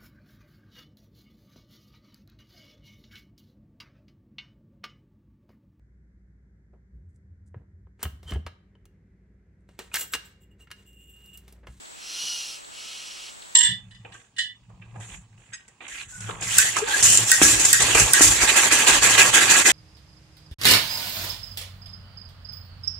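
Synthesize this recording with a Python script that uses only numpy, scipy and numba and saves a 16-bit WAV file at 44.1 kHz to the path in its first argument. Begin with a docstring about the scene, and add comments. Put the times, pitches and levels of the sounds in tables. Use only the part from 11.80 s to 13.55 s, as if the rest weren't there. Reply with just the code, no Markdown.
"""Lizard and python wrestling on dry leaves

Two hisses are rushing air: noise through resonances. The hard one swells into a thin whistle; the soft one
stays more level. Bumps are short noise bursts, leaves are many random clicks, and a small bird ticks about
six times a second, in two runs, with very fast falling whistles. Cicadas are a flickering band of noise
under a thin note; the bush is wide, steady noise, with a faint electronic hum and whine."""
import sys
import numpy as np
from scipy import signal
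from scipy.fft import rfft, irfft
from scipy.io import wavfile
from scipy.ndimage import uniform_filter1d
from numba import njit

SR = 44100
rng = np.random.default_rng(int(sys.argv[2]) if len(sys.argv) > 2 else 0)


def generate_wav(signal):
    """Clip the signal to [-1, 1] and save it as 16-bit WAV at the path in sys.argv[1]."""
    frames = np.transpose(np.atleast_2d(signal))
    scaled = np.clip(frames, -1, 1) * 32767
    pcm = np.round(scaled).astype(np.int16)
    wavfile.write(sys.argv[1], SR, pcm)


N = 77175  # length of the scene [samples]


def undb(db):
    """Turn decibels into a gain."""
    return 10 ** (np.asarray(db) / 20)


def unit(x):
    """Scale a signal to an average strength (rms) of 1."""
    return x / np.sqrt(np.mean(x ** 2))


def times():
    """Give the time of each sample [s]."""
    return np.arange(N) / SR


def bins():
    """Give the frequency of each spectral bin [Hz], kept just above zero so that its log exists."""
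    return np.arange(N // 2 + 1) * SR / N + 1e-3


def slope(points):
    """Draw a gain per bin through (frequency, dB) points, straight on a log-frequency axis."""
    hz, db = np.array(points).T
    return undb(np.interp(np.log(bins()), np.log(hz), db))


def colour(x, gain):
    """Filter a signal by a gain per bin, then scale it to rms 1."""
    return unit(irfft(rfft(x) * gain, N))


def noise(gain):
    """Make coloured noise of rms 1."""
    return colour(rng.standard_normal(N), gain)


def walk(rate):
    """Wander smoothly at random, with rms 1, from about `rate` new values a second."""
    hold = int(SR / rate)  # samples per random value
    steps = np.repeat(rng.standard_normal(N)[:N // hold + 1], hold)
    smooth = uniform_filter1d(uniform_filter1d(steps, hold), hold)
    return unit(smooth[:N])


def stereo(mid, side):
    """Turn what both ears share (mid) and what is opposed between them (side) into left and right."""
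    return np.array([mid + side, mid - side])


@njit
def resonate(x, hz, width):
    """Ring a band-pass resonance whose centre frequency can move from sample to sample."""
    out, band, low = np.empty(len(x)), 0., 0.
    for i in range(len(x)):
        g = np.tan(np.pi * hz[i] / SR)
        damping = width / hz[i]
        v = (band + g * (x[i] - low)) / (1 + g * (g + damping))
        band = 2 * v - band
        low = low + 2 * g * v
        out[i] = damping * v
    return out


def hiss(pressure, air, whistles):
    """Rushing air rings fixed resonances and brightens with pressure; gliding resonances rise in pitch."""
    # fixed resonances that both hisses ring: (centre [Hz], width [Hz], lift [dB])
    resonances = [(2550, 90, 3), (2915, 90, 6), (3280, 110, 4), (3745, 55, 9), (4128, 45, 10),
                  (4205, 40, 7), (4405, 60, 9), (4975, 50, 6), (5100, 60, 7), (5475, 100, 7),
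                  (5815, 65, 12), (5945, 40, 4), (6180, 45, 5)]
    # stereo width of the rush: (frequency [Hz], side level relative to mid [dB])
    spread = [(200, 0), (1500, -17), (3000, -18.5), (5800, -16), (8000, -10), (10500, -9), (15000, -3)]
    ripple_db, ripple_hz = 2.5, 35.54  # random unevenness of the spectrum and its spacing
    treble_hz, treble_lag_s = 3770, 0.038  # the treble follows the pressure a little late
    treble_growth = 0.15  # extra dB of treble per dB of pressure
    glide_range_db = 6  # pitches glide only within this much of full pressure
    pan_db = -.7  # left level relative to right

    at, levels = np.array(pressure).T
    db = np.interp(times(), at, levels, left=-100, right=-100)
    strain = np.maximum(db - levels.max(), -20)  # dB relative to full pressure, never above 0

    lift = sum(up / (1 + (2 * (bins() - hz) / width) ** 2) for hz, width, up in resonances)
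    grid = np.arange(0, SR / 2, ripple_hz)
    ripple = ripple_db * np.interp(bins(), grid, rng.standard_normal(N)[:len(grid)])
    mid_gain = slope(air) * undb(lift + ripple)
    side_gain = mid_gain * slope(spread)
    side_level = np.sqrt(np.sum(side_gain ** 2) / np.sum(mid_gain ** 2))
    rush = stereo(noise(mid_gain), noise(side_gain) * side_level)

    low = irfft(rfft(rush) / (1 + (bins() / treble_hz) ** 10), N)
    treble = rush - low
    late_strain = np.interp(times() - treble_lag_s, times(), strain)
    out = low + treble * undb(treble_growth * late_strain)

    for hz, width, rise, level, growth in whistles:
        centre = hz + rise * np.maximum(strain, -glide_range_db)
        ring = resonate(rng.standard_normal(N), centre, 1. * width)
        ring = resonate(ring, centre, 2. * width)
        # growth less 1, because the whole hiss follows the pressure below
        out = out + unit(ring) * undb(level + (growth - 1) * strain)
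    pan = undb(np.array([[pan_db], [-pan_db]]) / 2)
    return out * undb(db) * pan


def hard_hiss():
    """A forceful breath: high air pressure drives the rush and strongly gliding resonances."""
    # air pressure of the breath: (time [s], level [dB])
    pressure = [(.12, -71), (.196, -46), (.31, -37.5), (.41, -33.5), (.46, -33), (.52, -33.5), (.6, -35),
                (.745, -39), (.785, -46), (.83, -60)]
    # colour of the turbulence at the mouth: (frequency [Hz], relative level per Hz [dB])
    air = [(60, -37), (300, -31.5), (1000, -16.5), (1750, -26), (2300, -12), (3100, 0), (3600, -4),
           (4400, -2.5), (6000, -1.5), (7200, -7), (8900, -11.5), (10400, -6.5), (11800, -19), (15500, -27)]
    # gliding resonances: (centre at full pressure [Hz], width of first pass [Hz], rise [Hz per dB],
    # level at full pressure relative to the rush's base level [dB], growth [dB per dB of pressure])
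    whistles = [(2944, 140, 39, -12.5, 1.5), (5840, 520, 68, -6.5, 1.5), (4390, 90, 57, -13, 2.0),
                (1435, 27, 22.5, -24, 1.2), (2820, 520, 30, -15, 0.3)]
    return hiss(pressure, air, whistles)


def whistle():
    """At the height of the hard hiss the air jet locks into a thin, wobbling tone that arches up and sinks."""
    # path of the tone before wobble and flutter: (time [s], pitch [Hz], level [dB])
    tone = [(.33, 2760, -60), (.395, 2860, -43), (.47, 2965, -39), (.525, 2920, -39.5), (.61, 2810, -46),
            (.7, 2640, -60)]
    wobble_hz, flutter_db = 22, 2.2  # rms of the random changes in pitch and level
    at, pitch, level = np.array(tone).T
    hz = np.interp(times(), at, pitch) + wobble_hz * walk(120)
    db = np.interp(times(), at, level, left=-120, right=-120) + flutter_db * walk(90.5)
    phase = 2 * np.pi * np.cumsum(hz) / SR
    return np.sqrt(2) * undb(db) * np.sin(phase)


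def soft_hiss():
    """A gentler, more level breath: lower pressure drives softer rushing air and fewer gliding resonances."""
    # air pressure of the breath: (time [s], level [dB])
    pressure = [(.875, -59.5), (.94, -45), (.98, -42), (1.1, -39.5), (1.3, -41.5), (1.49, -42.5),
                (1.52, -52), (1.57, -63)]
    # colour of the turbulence at the mouth: (frequency [Hz], relative level per Hz [dB])
    air = [(60, -58), (400, -28), (1000, -20), (1750, -15.5), (2200, -7.5), (2500, -0.5), (3100, 2.5),
           (3600, -5.5), (5800, -4.5), (7200, -8), (8900, -15), (10600, -11), (11900, -26), (15500, -32)]
    # gliding resonances: (centre at full pressure [Hz], width of first pass [Hz], rise [Hz per dB],
    # level at full pressure relative to the rush's base level [dB], growth [dB per dB of pressure])
    whistles = [(2980, 550, 13, -16, 1.2), (1312, 34, 14, -22.5, 1)]
    return hiss(pressure, air, whistles)


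def bumps():
    """Bodies bump the earth: each soft thud is a noise burst that starts fast and dies away."""
    # thuds: (time [s], level before the burst's shape [dB])
    thuds = [(0.433, -47), (.547, -55.5)]
    # colour of a thud: (frequency [Hz], relative level per Hz [dB])
    thud_colour = [(50, -18), (120, -2), (180, 9.5), (300, -6), (1000, 4.5), (2500, -33), (8000, -45)]
    attack_s, decay_s = 0.004, 0.015
    out = np.zeros((2, N))
    for start, db in thuds:
        age = np.maximum(times() - start, 0)
        shape = np.minimum(age / attack_s, 1) * np.exp(-age / decay_s)
        burst = stereo(noise(slope(thud_colour)), noise(slope(thud_colour)) / 2)
        out += undb(db) * shape * burst
    return out


def leaves():
    """Dry leaves crackle: many random clicks on each side, coloured and swelling once."""
    # colour of the crackle: (frequency [Hz], relative level per Hz [dB])
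    leaf_colour = [(60, -18), (200, -1), (320, 16), (500, -2), (1050, 9), (2000, 17.5), (6000, -13),
                   (15000, -20)]
    peak_s, width_s, peak_db = .42, 0.17, -52  # the swell
    clicks_per_s = 1000  # average, on each side
    clicks = (rng.random((2, N)) < clicks_per_s / SR) * rng.standard_normal((2, N))
    crackle = np.array([colour(side, slope(leaf_colour)) for side in clicks])
    swell = np.exp(-((times() - peak_s) / width_s) ** 2 / 2)
    return crackle * undb(peak_db) * swell


def bird():
    """Each tick is a very fast falling whistle, scattered briefly by the trees."""
    # ticks: (time [s], peak level [dB])
    ticks = [(.055, -42.5), (.217, -44), (0.844, -39.5), (.998, -37), (1.154, -36.5), (1.307, -37),
             (1.463, -39.5), (1.619, -37.5)]
    top_hz, fall_s = 5150, .0135  # starting pitch and how fast it falls
    attack_s, decay_s = 0.0024, 0.0046
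    echo_db, echo_s = -4, 0.062  # echo strength and how fast it fades
    t, calls = times(), np.zeros(N)
    for start, db in ticks:
        age = np.maximum(t - start, 0)
        phase = 2 * np.pi * top_hz * fall_s * (1 - np.exp(-age / fall_s))
        attack = np.minimum(age / attack_s, 1) ** 2
        decay = np.exp(-np.maximum(age - attack_s, 0) / decay_s)
        calls += undb(db) * attack * decay * np.sin(phase)

    # the scattered echo is a fading tail of noise, one for mid and one for side
    trees = rng.standard_normal((2, N)) * np.exp(-t / echo_s)
    trees /= np.sqrt(np.sum(trees ** 2, axis=1, keepdims=True))
    mid, side = (undb(echo_db) * signal.fftconvolve(calls, tail)[:N] for tail in trees)
    return stereo(calls + mid, side / 2)


def insects():
    """Cicadas drone as a band of noise with a random throb, with one thin, slightly wavering note."""
    # colour of the drone: (frequency [Hz], relative level per Hz [dB])
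    cicadas = [(3000, -25), (6300, -18), (7000, -7), (7800, -2.5), (8300, -7.5), (9000, -18), (12000, -38)]
    drone_db, side_db = -51, -7  # mid level, and side relative to mid
    throb_db, throb_hz = 0.48, 90  # rms level change, and random values per second
    note_hz, waver_hz, note_db = 7740, 8.3 / 2, -64.5  # waver is rms

    def drone():
        """Make cicada noise whose level throbs at random."""
        return noise(slope(cicadas)) * undb(drone_db + throb_db * walk(throb_hz))

    mid, side = drone(), drone()
    pitch = note_hz + waver_hz * walk(29.9)
    note = np.sqrt(2) * np.sin(2 * np.pi * np.cumsum(pitch) / SR)
    return stereo(mid + undb(note_db) * note, undb(side_db) * side)


def bush():
    """Distant air and foliage murmur as steady noise, partly shared and partly opposed between the ears."""
    # colour shared by both sides: (frequency [Hz], relative level per Hz [dB])
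    mid_colour = [(25, -3.5), (60, 1.5), (150, -4), (400, -4), (700, 0.5), (1400, 1.5), (2400, 0.5),
                  (3700, 4.5), (5200, -3), (6500, 0.5), (9500, -11.5), (12000, -13.5), (15500, -23)]
    # colour opposed between the sides: (frequency [Hz], relative level per Hz [dB])
    side_colour = [(25, -1), (55, -2), (80, -13), (140, -2), (300, -1.5), (750, 0), (1500, -3), (2800, -8),
                   (5200, -12.5), (9500, -18.5), (12000, -24), (15500, -29)]
    mid_db, side_db = -52, -47
    return stereo(undb(mid_db) * noise(slope(mid_colour)), undb(side_db) * noise(slope(side_colour)))


def electronics():
    """Steady sine tones: a faint hum, opposed between the sides, and a high whine in the middle."""
    # pitches of the hum [Hz]
    hum_hz = [60, 99]
    hum_db, whine_hz, whine_db = -73, 15734, -70.5  # hum level is for each tone

    def tone(hz):
        """Make a sine of rms 1 with a random starting phase."""
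        return np.sqrt(2) * np.sin(2 * np.pi * (hz * times() + rng.random()))

    return stereo(undb(whine_db) * tone(whine_hz), undb(hum_db) * sum(tone(hz) for hz in hum_hz))


def scene():
    """Add both hisses, the struggle on the ground, and the sounds of the bush."""
    hisses = hard_hiss() + whistle() + soft_hiss()
    struggle = bumps() + leaves()
    return hisses + struggle + bird() + insects() + bush() + electronics()


def record(dry):
    """Cut everything above 16 kHz steeply with a low-pass filter."""
    low_pass = signal.ellip(12, .1, 80, 16000, fs=SR, output="sos")  # order, ripple [dB], cut [dB], edge [Hz]
    return signal.sosfilt(low_pass, dry)


dry = scene()
out = record(dry)
generate_wav(out)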